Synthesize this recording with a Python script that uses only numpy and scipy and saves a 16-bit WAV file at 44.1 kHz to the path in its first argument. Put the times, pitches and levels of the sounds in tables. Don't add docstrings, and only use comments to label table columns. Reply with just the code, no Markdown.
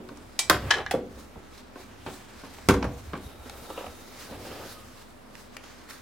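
import sys
import numpy as np
from scipy import signal
from scipy.fft import rfft, irfft
from scipy.io import wavfile
from scipy.ndimage import uniform_filter1d

SR = 44100
rng = np.random.default_rng(int(sys.argv[2]) if len(sys.argv) > 2 else 0)


def volts_from_decibels(level):
    exponent = np.asarray(level, float) / 20
    return 10 ** exponent


def pcm_store(signal):
    levels = np.round(np.clip(np.atleast_2d(signal), -1, 1) * 32767)
    wavfile.write(sys.argv[1], SR, levels.astype(np.int16).T)


N = 265305


def read(table, hz):
    at, value = np.transpose(table)
    return np.interp(np.log(np.maximum(hz, 1)), np.log(at), value)


def unit(x):
    return x / np.sqrt(np.mean(x ** 2))


def band(x, lo_hz, hi_hz):
    edges = [lo_hz, min(hi_hz, SR * 0.45)]
    return signal.sosfilt(signal.butter(2, edges, "bandpass", fs=SR, output="sos"), x)


def balance(pan_db):
    return volts_from_decibels(np.array([[pan_db], [-pan_db]]) / 2)


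def causal(db):
    cep = irfft(db * np.log(10) / 20)
    half = len(cep) // 2
    cep[1:half] *= 2
    cep[half + 1:] = 0
    return np.exp(rfft(cep))


def two_ears(mid, side, hz):
    # pitch in Hz, left-right likeness from 0 to 1
    likeness = [(80, 0.997), (300, 0.982), (1200, 0.8), (2500, 0.64), (6500, 0.22)]
    c = np.clip(read(likeness, hz), 0, 1)
    return np.sqrt(1 + c) * mid + np.sqrt(1 - c) * side * np.array([[1], [-1]])


def pair(hz, count):
    mid, side = rng.standard_normal((2, count))
    return two_ears(mid, side, hz)


def walk(rate):
    k = int(SR / rate)
    held = np.repeat(rng.standard_normal(2000), k)[:N]
    return 1.38 * uniform_filter1d(uniform_filter1d(held, k), k)


def swells(moves, bands_db, centre, rest_db=-99):
    s, db, rise, fall, bright_db = np.transpose(moves)[:, :, None]
    late = np.arange(0, N + 64, 64) / SR - s
    rising, falling = -late / np.maximum(rise, 0.005), late / np.maximum(fall, 0.005)
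    env_db = db - 10 * np.where(late < 0, rising, falling)
    coarse = [np.sum(volts_from_decibels(env_db + b + bright_db * (k - centre)) ** 2, axis=0)
              for k, b in enumerate(bands_db)]
    smooth = uniform_filter1d(np.repeat(coarse, 64, axis=1), 64)[:, :N]
    return smooth + volts_from_decibels(np.reshape(rest_db, (-1, 1))) ** 2


def blows(events, part, part_tilt_db=0.0, harder_db=0.0551, spread=0.011, swell_ms=0.99, size=8192):
    colour, modes = part
    t, hz = np.arange(size) / SR, np.fft.rfftfreq(size, 1 / SR)
    mode_hz, mode_db, t60 = np.transpose(modes)[:, :, None]
    fade = np.exp(-np.log(1000) * t / np.clip(t60, 0.01, 0.22))
    out = np.zeros((2, N + size))
    for s, db, length_ms, ring_db, pan_db in events:
        tilt_db = part_tilt_db - 0.24 + harder_db * db
        shape = (1 - np.exp(-t / 0.00025)) * np.exp(-t / (length_ms / 1000))
        mid, side = rfft(rng.standard_normal((2, size)) * shape)
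        crack_db = read(colour, hz) + tilt_db * np.log2(np.maximum(hz, 40) / 1000)
        crack = irfft(two_ears(mid, side, hz) * causal(crack_db))
        ring = 0
        for level_luck, pitch_luck in rng.standard_normal((3, 2, len(modes), 1)):
            gain = volts_from_decibels(mode_db + 1.8 * level_luck + tilt_db * np.log2(mode_hz / 1000))
            partial = np.sin(2 * np.pi * mode_hz * (1 + spread * pitch_luck) * t)
            ring = ring + np.sum(gain * fade * partial, axis=0)
        ring *= 1 - np.exp(-t / (swell_ms / 1000))
        sound = crack / np.abs(crack).max() + volts_from_decibels(ring_db) * ring / np.abs(ring).max()
        at = int(s * SR)
        out[:, at:at + size] += sound * volts_from_decibels(db) * balance(pan_db)
    return out[:, :N]


def latch():
    events = [
        (0.1715, -41, 4.3, -22, 1),
        (0.3905, -8, 10.4, -16.5, -0.5),
    ]
    part = [
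        [(120, -58), (200, -39), (777, 0), (1680, -11.5), (1940, -9), (3250, -3), (3560, -1), (8120, -1), (16000, -25)],
        [(1980, 6, 0.2), (2326, 10, 0.31), (3800, -22, 0.52), (4130, -8, 0.4), (5297, -2, 0.16), (7600, -12, 0.18), (7930, 4, 0.58), (9670, -7, 0.099), (11950, -45, 0.11)],
    ]
    return blows(events, part, part_tilt_db=1.5, spread=0.0019)


def handle():
    events = [
        (0.4975, -2.5, 5.7, -11.5, 0.0),
        (0.508, -8, 4.2, -6.5, -0.5),
        (0.529, -16.5, 3.1, -11, -0.5),
        (0.545, -23, 3, -6, -0.5),
    ]
    part = [
        [(71, -86), (120, -36), (181, -11), (684, -1), (874, -12.5), (1340, 3.5), (2870, -20.5), (3380, -11), (7660, -24.5), (11300, -17.5), (16000, -28)],
        [(241.5, -1, 0.3), (587, -4, 0.4), (713, 8, 0.16), (1015, 12, 0.046), (1290, 13.5, 0.071), (1420, -21, 0.4), (1930, -4, 1.4), (2330, -28.5, 0.74), (2850, -6, 0.36), (5170, 9, 0.052)],
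    ]
    return blows(events, part)


def hook():
    events = [
        (0.706, -11.5, 2.5, -6.5, -0.35),
        (0.709, -5, 2.7, -9, -0.15),
        (0.712, -8, 6.4, -8, 1.6),
        (0.72, -20.5, 2.5, 4, -0.5),
        (0.738, -21, 5, 1, -0.5),
        (0.752, -30, 3.4, -4, -0.5),
        (0.823, -43, 1.5, -3, -0.5),
        (0.784, -27, 1.3, -3, -1.0),
        (0.863, -21, 1.6, -3, -0.32),
    ]
    part = [
        [(120, -67), (200, -37), (1160, -1), (1500, -1), (1680, 2.5), (2170, -10.5), (3070, -5.5), (3760, -10.5), (5840, -11), (16000, -42.5)],
        [(780, -9, 0.03), (1150, -14, 0.064), (1702, 2.5, 0.05), (1864, -8, 0.12), (2060, -5.5, 0.063), (2376, -16, 0.12), (3030, -6.5, 0.041), (3520, -11, 0.061), (3880, -13, 0.1), (4220, -13, 0.054), (5500, -20, 0.056), (7240, -28, 0.18)],
    ]
    return blows(events, part)


def seal():
    events = [
        (0.91, -15.5, 9.8, -20, -0.54),
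    ]
    part = [
        [(120, -62), (200, -26), (519, -7), (671, 0.5), (1140, -12), (1300, -8), (3310, -12), (16000, -24.5)],
        [(683, -8, 0.026), (2220, -22, 1.2), (3320, -6, 0.03)],
    ]
    return blows(events, part)


def door():
    events = [(0.002, -45, 7.2, 9, -1.3), (0.018, -45, 5.4, 8, -1), (0.112, -43.5, 6, 6, -2),
              (0.638, -35, 2.9, -1.5, -0.34), (0.945, -24, 8.7, -4, -0.34),
              (0.975, -31.5, 7.7, -1.5, -0.19), (1.05, -46, 8, 5, -0.5), (1.11, -46.5, 11, 3.5, -0.5),
              (1.17, -40.5, 11, 0.5, -0.5), (1.357, -35.5, 14, -9, -1.3), (4.312, -38.5, 16, 3, -0.85)]
    part = [
        [(35, -46), (60, -17), (529, -7), (1240, -23), (1390, -20), (1650, -43), (2380, -41), (6000, -44), (7800, -60), (13200, -120)],
        [(232.7, 3.5, 0.57), (284.6, 4, 0.46), (370, -3.5, 0.3), (416.5, -1, 0.3), (528, 2, 0.077), (1040, -20, 0.35)],
    ]
    return blows(events, part)


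def thud():
    events = [
        (0.939, -21.5, 4, 9, -0.3),
        (0.9505, -18, 1.7, -4.5, -0.3),
        (0.988, -31, 4, -3, -0.3),
    ]
    part = [
        [(150, -32.5), (350, -9), (490, -1.5), (1000, -12), (4000, -40)],
        [(283, -8, 0.067), (491, 1.5, 0.04), (685, -7.5, 0.057), (1083, -19, 0.05)],
    ]
    return blows(events, part, swell_ms=3.2)


def drum():
    events = [
        (2.687, -4.5, 11.3, -17, 0.17),
        (2.697, -7, 6, -4, -0.37),
        (2.708, -12, 3.3, -4.5, -0.3),
        (2.74, -15.5, 6, -4.5, -0.3),
        (2.764, -25.5, 5.9, -8, -0.3),
        (2.842, -21, 6.8, -0.5, -0.5),
        (2.852, -25, 7.3, -4, -0.5),
    ]
    part = [
        [(53, -22), (90, -8.5), (170, -3), (270, -2), (499, -6), (769, -8.5), (1610, -8), (1720, -14), (1870, -13), (3150, -20.5), (3660, -21), (13200, -30), (16000, -37)],
        [(183.5, 2, 0.073), (247.3, 6, 0.16), (277, 3, 0.15), (378, -7.5, 0.17), (487, 3.5, 0.17), (561, -7, 0.2), (691, -5, 0.25), (944, 9.5, 0.035), (1090, 5.5, 0.1), (1145, -4, 0.24), (1614, -3, 0.079), (2090, -18, 0.08)],
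    ]
    return blows(events, part, part_tilt_db=0.57, harder_db=0.12)


def rim():
    events = [
        (3.672, -47, 8, 0, -1.3),
        (3.701, -30.5, 6, -1, -0.5),
        (3.776, -26, 8, -7, -0.5),
        (3.809, -33, 15, -5, -1.5),
        (3.842, -28.5, 6.7, -29.5, -0.5),
        (3.864, -29, 6.1, -21, -1.0),
        (4.451, -38, 3.1, -4, -0.5),
        (4.461, -40, 4.2, -6, -0.5),
        (4.49, -37, 3, -12, -0.5),
        (4.515, -37, 4.5, -1, -0.64),
    ]
    part = [
        [(120, -48), (200, -29), (531, 2), (1250, -6.5), (1760, -22), (2800, -6.5), (4370, -24), (12000, -61), (15600, -82), (22000, -120)],
        [(306, -12.5, 0.38), (537, 4, 0.042), (962, -8, 0.11), (1186, -4, 0.084), (1304, -5, 0.13), (2720, -24, 0.69), (3600, -20, 0.1)],
    ]
    return blows(events, part)


def button():
    events = [
        (4.148, -41, 2.2, -25, -3),
        (5.353, -34.5, 1.8, -33, -10.5),
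        (5.567, -24, 2.6, -13, 6.5),
        (5.638, -37, 5.5, -25, -7),
        (5.889, -37, 6.1, -26, 2),
        (5.898, -41, 4, -20, 0),
        (5.908, -33, 4, -10, -3),
        (5.918, -41, 4, -20, 0),
        (5.932, -42, 5, -22, 0),
    ]
    part = [
        [(180, -32), (400, -10), (1320, -5.5), (2650, -1.5), (3580, -13), (5080, -6.5), (7500, -14), (16000, -20)],
        [(1970, -1, 0.02), (2760, -1, 0.024)],
    ]
    return blows(events, part)


def knock():
    events = [
        (0.09, -33, 5.1, -3.5, 0.4),
        (1.757, -35, 5.3, -0.5, 0.51),
        (2.063, -24.5, 17, -8.5, -0.1),
        (2.436, -36.5, 20, 1, -0.6),
    ]
    part = [
        [(60, -21), (110, 0), (406, -0.5), (712, -6), (1080, -5), (1600, -13), (3070, -17), (12000, -41), (16000, -58)],
        [ (271.3, -1, 0.21), (498, -5, 0.12), (932, 0.5, 0.068), (1090, 3.5, 0.067), (1510, 3, 0.057)],
    ]
    return blows(events, part, part_tilt_db=1.5)


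def knuckle():
    events = [
        (3.133, -24, 5.4, 0, -0.3),
        (3.139, -27, 6.7, 0, -0.3),
        (3.152, -30, 10, -2, -0.3),
    ]
    part = [
        [(80, -10), (190, -2.5), (500, -1.5), (1120, -3), (2500, -10.5), (5000, -20), (16000, -52)],
        [ (200, 1, 0.067), (266, -2.5, 0.23), (500, -1, 0.064), (691, -10, 0.12), (1110, 2.5, 0.095), (1567, -4, 0.06), (2420, -5, 0.036)],
    ]
    return blows(events, part)


def snap():
    events = [
        (0.0882, -39.5, 2.3, -20, 1.1),
        (0.239, -61, 9.5, -30, 0.3),
        (0.3905, -15.5, 1.5, -27, 0.33),
        (0.498, -3.5, 0.8, -30, 1.5),
        (1.578, -41, 5, -30, 0.3),
        (2.687, -11, 0.82, -30, 0.5),
        (3.176, -40, 1.5, -34, 0.3),
        (3.496, -30.5, 2.6, -28, 2),
    ]
    part = [
        [(500, -42), (1500, -9.5), (4000, 4.5), (8500, -4), (14000, -9.5), (16500, -26)],
        [(5200, -1, 0.015), (9000, -1, 0.015)],
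    ]
    return blows(events, part, part_tilt_db=1.4)


def tap():
    events = [
        (2.585, -35.5, 3.5, -25, 0.3),
        (2.8265, -22, 6.4, -19, 0.3),
        (2.844, -34, 2.6, -24, 0.3),
        (0.172, -41, 9.1, -25, 0),
        (3.4965, -33, 3, -25, 1),
    ]
    part = [
        [(300, -21), (800, 0), (1600, -3), (5600, -10), (8000, -21), (10000, -40), (16000, -55)],
        [(5470, -1, 0.02)],
    ]
    return blows(events, part, part_tilt_db=-1.5)


def flops():
    events = [
        (4.468, -42.5, 6, 4, -0.5),
        (4.51, -43, 6, 5, -0.5),
        (4.648, -46, 8, 4, -0.5),
        (3.457, -43, 3.7, 5, -1),
        (4.299, -38, 3, -10, -0.5),
    ]
    part = [
        [(120, -25), (260, -2), (450, -2), (850, -3), (2000, -26), (8000, -60)],
        [(256, -1, 0.07), (450, -2, 0.05)],
    ]
    return blows(events, part, swell_ms=3.0)


def room(x, size=24000):
    # pitch in Hz, time to fade by 60 dB in seconds
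    fade_times = [(60, 0.16), (250, 0.44), (1000, 0.22), (4000, 0.25), (14000, 0.18)]
    t, edges = np.arange(size) / SR, np.geomspace(35, 18000, num=15)
    tail = 0
    for lo, hi in zip(edges[:-1], edges[1:]):
        fade = np.exp(-np.log(1000) * t / read(fade_times, np.sqrt(lo * hi)))
        tail = tail + band(pair(lo, size), lo, hi) * fade
    tail *= 1 - np.exp(-t / 0.0074)
    tail /= np.sqrt(np.sum(tail ** 2) / 2)
    return signal.fftconvolve(x.mean(axis=0, keepdims=True), tail, axes=1)[:, :N]


def cloth():
    folds = [(0.0, -54, .1, 0.2, 2), (0.565, -38.5, 0.051, 0.03, 9), (0.712, -46, 0.091, 0.068, 14.5),
             (0.808, -33, 0.11, 0.029, 1.5), (0.95, -69, 0.07, 0.25, -10), (1.2, -56, 0.052, 0.026, -11),
             (1.366, -63, 0.0089, 0.021, -19), (1.785, -46.5, 0.024, 0.035, -13),
             (1.916, -58, 0.11, 0.041, -9), (2.078, -38, 0.01, 0.062, -1), (2.452, -51, 0.031, 0.07, 4),
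             (2.66, -58.5, 0.34, 0.067, 12), (2.832, -33, 0.024, 0.079, -6.5), (3.2, -51, 0.23, 0.27, 2.5),
             (3.33, -49, 0.21, 0.036, 2), (3.49, -49, 0.14, 0.51, 3), (3.7, -43, 0.075, 0.044, -17),
             (3.79, -47, 0.04, 0.075, 13.5), (4.33, -41.5, 0.029, 0.08, 2), (4.47, -40.5, 0.029, 0.1, -12),
             (4.63, -42.5, 0.42, 0.096, 4)]
    swishes = [(0.38, -70, 0.39, 0.39, -12), (0.62, -54.5, 0.63, 0.19, 2), (0.72, -52.5, 0.11, 0.11, -13),
               (1.206, -52.5, 0.11, 0.11, 2), (1.58, -54, 0.13, 0.055, 0), (1.814, -51.5, 0.039, 0.063, 1),
               (2.14, -48.5, 0.097, 0.065, 3), (2.4, -55, 1, 1, -3), (2.54, -55.5, 0.16, 0.39, 3),
               (2.99, -53, 0.11, 0.28, 2), (3.24, -54, 0.053, 0.11, 5.5), (3.49, -58.5, 0.078, 0.28, -4),
               (3.6, -55, 0.18, 0.51, 8), (3.7, -56, 0.3, .5, 2), (4.0, -54, .6, 0.65, 4.5),
               (4.21, -44, 0.076, 0.096, 0.5), (4.47, -46.5, 0.13, 0.43, 1),
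               (4.72, -43.5, 0.11, 0.029, 2.5), (5.02, -54, 0.17, 0.028, -1), (5.4, -50.5, 0.068, 0.065, 0),
               (5.55, -56, 0.083, 0.024, -3), (5.65, -53, 0.047, 0.48, -2), (5.9, -44, 0.011, 0.091, 2.5)]
    edges_hz = (170, 900, 3500, 9000, 16500)
    fold_db = (-2.5, -11, -35, -53)
    swish_db = (-15.5, -2.5, -3, -9.5)
    rest_db = (-61.5, -68.5, -95, -78)
    # pitch in Hz, level in dB per Hz
    colour = [(100, -38), (170, -10), (280, -1), (352, -5), (387, -2.5), (714, -5), (952, -9), (1270, -10),
              (11300, -26), (15300, -28.5), (16500, -47)]
    grain = volts_from_decibels(0.98 * walk(90))
    gains = np.sqrt(swells(folds, fold_db, 0, rest_db) + swells(swishes, swish_db, 2))
    out = 0
    for lo, hi, gain in zip(edges_hz[:-1], edges_hz[1:], gains):
        steps = np.geomspace(lo, hi, num=5)
        layer = 0
        for a, b in zip(steps[:-1], steps[1:]):
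            flicker_db = 1.34 * walk(13)
            layer = layer + volts_from_decibels(read(colour, np.sqrt(a * b)) + flicker_db) * band(pair(a, N), a, b)
        out = out + unit(layer * grain) * gain
    return out


def rub(moves, tones):
    gains = np.sqrt(swells(moves, np.zeros(len(tones)), 0))
    return sum(gain * unit(band(pair(hz, N), hz - width / 2, hz + width / 2))
               for gain, (hz, width) in zip(gains, tones))


def seal_rubs():
    moves = [
        (1.2, -70, .08, 0.29, -10),
        (1.5, -65, 0.18, 0.11, -11),
        (3.25, -65, 0.055, .2, 3),
        (3.45, -62, 0.17, 0.33, -7),
        (3.75, -54.5, 0.29, 0.36, -4.5),
    ]
    # pitch in Hz, width in Hz
    tones = [
        (1320, 80),
        (3750, 200),
    ]
    return rub(moves, tones)


def squeaks():
    moves = [
        (4.62, -51, .04, .05, 0),
        (4.77, -57, .02, .15, 0),
        (4.83, -58, .05, .03, 0),
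    ]
    # pitch in Hz, width in Hz
    tone = [
        (1250, 27),
    ]
    return rub(moves, tone)


def cabinet():
    shoves = [(0.03, -55, 0.087, .4, -8), (0.3, -53, .1, -0.5, 0), (0.55, -36.5, 0.04, 0.12, -1),
              (0.69, -44, 0.056, -0.43, 11), (0.82, -46, 0.15, 0.45, -9), (0.98, -44, 0.029, -0.28, 6.5),
              (1.385, -38, 0.018, -0.54, -19), (2.08, -53, 0.044, 0.37, -5), (2.71, -28.5, 0.023, 0.12, -7),
              (2.9, -35.5, 0.097, 0.07, -1), (3.1, -45, 0.2, 0.5, -17), (3.13, -58, 0.041, 0.5, -1),
              (3.27, -40, 0.046, -1.6, -15), (3.65, -56.5, 0.086, -6.5, 2.5), (3.89, -50, 0.072, 0.1, -15),
              (4.32, -43.5, 0.023, 0.1, -8), (4.52, -56.5, 0.19, 0.2, 8.5), (4.62, -54, 0.073, -1, -6)]
    rest_db = (-68, -70)
    boom_hz, width_hz = 67.8, 20.8
    boom_gain, panel_gain = np.sqrt(swells(shoves, (0, 0), 0, rest_db))
    boom = band(pair(boom_hz, N), boom_hz - width_hz / 2, boom_hz + width_hz / 2)
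    boom = band(boom, 54, 210)
    panels = band(pair(boom_hz, N), 82, 135.5)
    return boom_gain * unit(boom) + panel_gain * unit(panels)


def hum():
    # pitch in Hz, width in Hz, level in dB
    resonances = [
        (99.4, 3, -62.5),
        (210.8, 14, -65),
        (249.8, 16.5, -61),
        (335.3, 20, -69.5),
    ]
    out = 0
    for hz, width, db in resonances:
        edges = hz - width / 2, hz + width / 2
        out = out + volts_from_decibels(db) * unit(band(band(pair(hz, N), *edges), *edges))
    return out


def motor():
    turn = 2 * np.pi * 22.8 * np.arange(N) / SR
    tone = np.sin(turn) + volts_from_decibels(-6.5) * np.sin(3 * turn)
    return volts_from_decibels(-58 + 1.4 * walk(3.15)) * np.sqrt(2) * tone


def capsules():
    # pitch in Hz, level in dB per Hz
    hiss_colour = [(24, -39), (45, -9), (120, -3.5), (249, -1.5), (516, -4.5), (1370, -11), (11800, -38.5),
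                   (16000, -47)]
    colour = volts_from_decibels(read(hiss_colour, np.fft.rfftfreq(N, 1 / SR)))
    return volts_from_decibels(-52) * unit(irfft(rfft(rng.standard_normal((2, N))) * colour, N))


def scene():
    opening = latch() + handle() + hook() + seal() + door() + thud()
    hands = drum() + rim() + button() + knock() + snap() + tap() + knuckle()
    hits = opening + hands
    rest = cabinet() + cloth() + seal_rubs() + squeaks() + hum() + motor() + capsules()
    return hits + volts_from_decibels(-8) * room(hits) + flops() + rest * balance(-0.6)


def roll_off(x):
    return signal.sosfilt(signal.butter(12, 17330, fs=SR, output="sos"), x)


def record(dry):
    rumble_cut = signal.butter(2, 16, "highpass", fs=SR, output="sos")
    top_cut = signal.ellip(8, 0.2, 60, 16300, fs=SR, output="sos")
    rounded = np.tanh(0.63 * signal.sosfilt(rumble_cut, dry)) / 0.59
    return roll_off(signal.sosfilt(top_cut, rounded))


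dry = scene()
out = record(dry)
pcm_store(out)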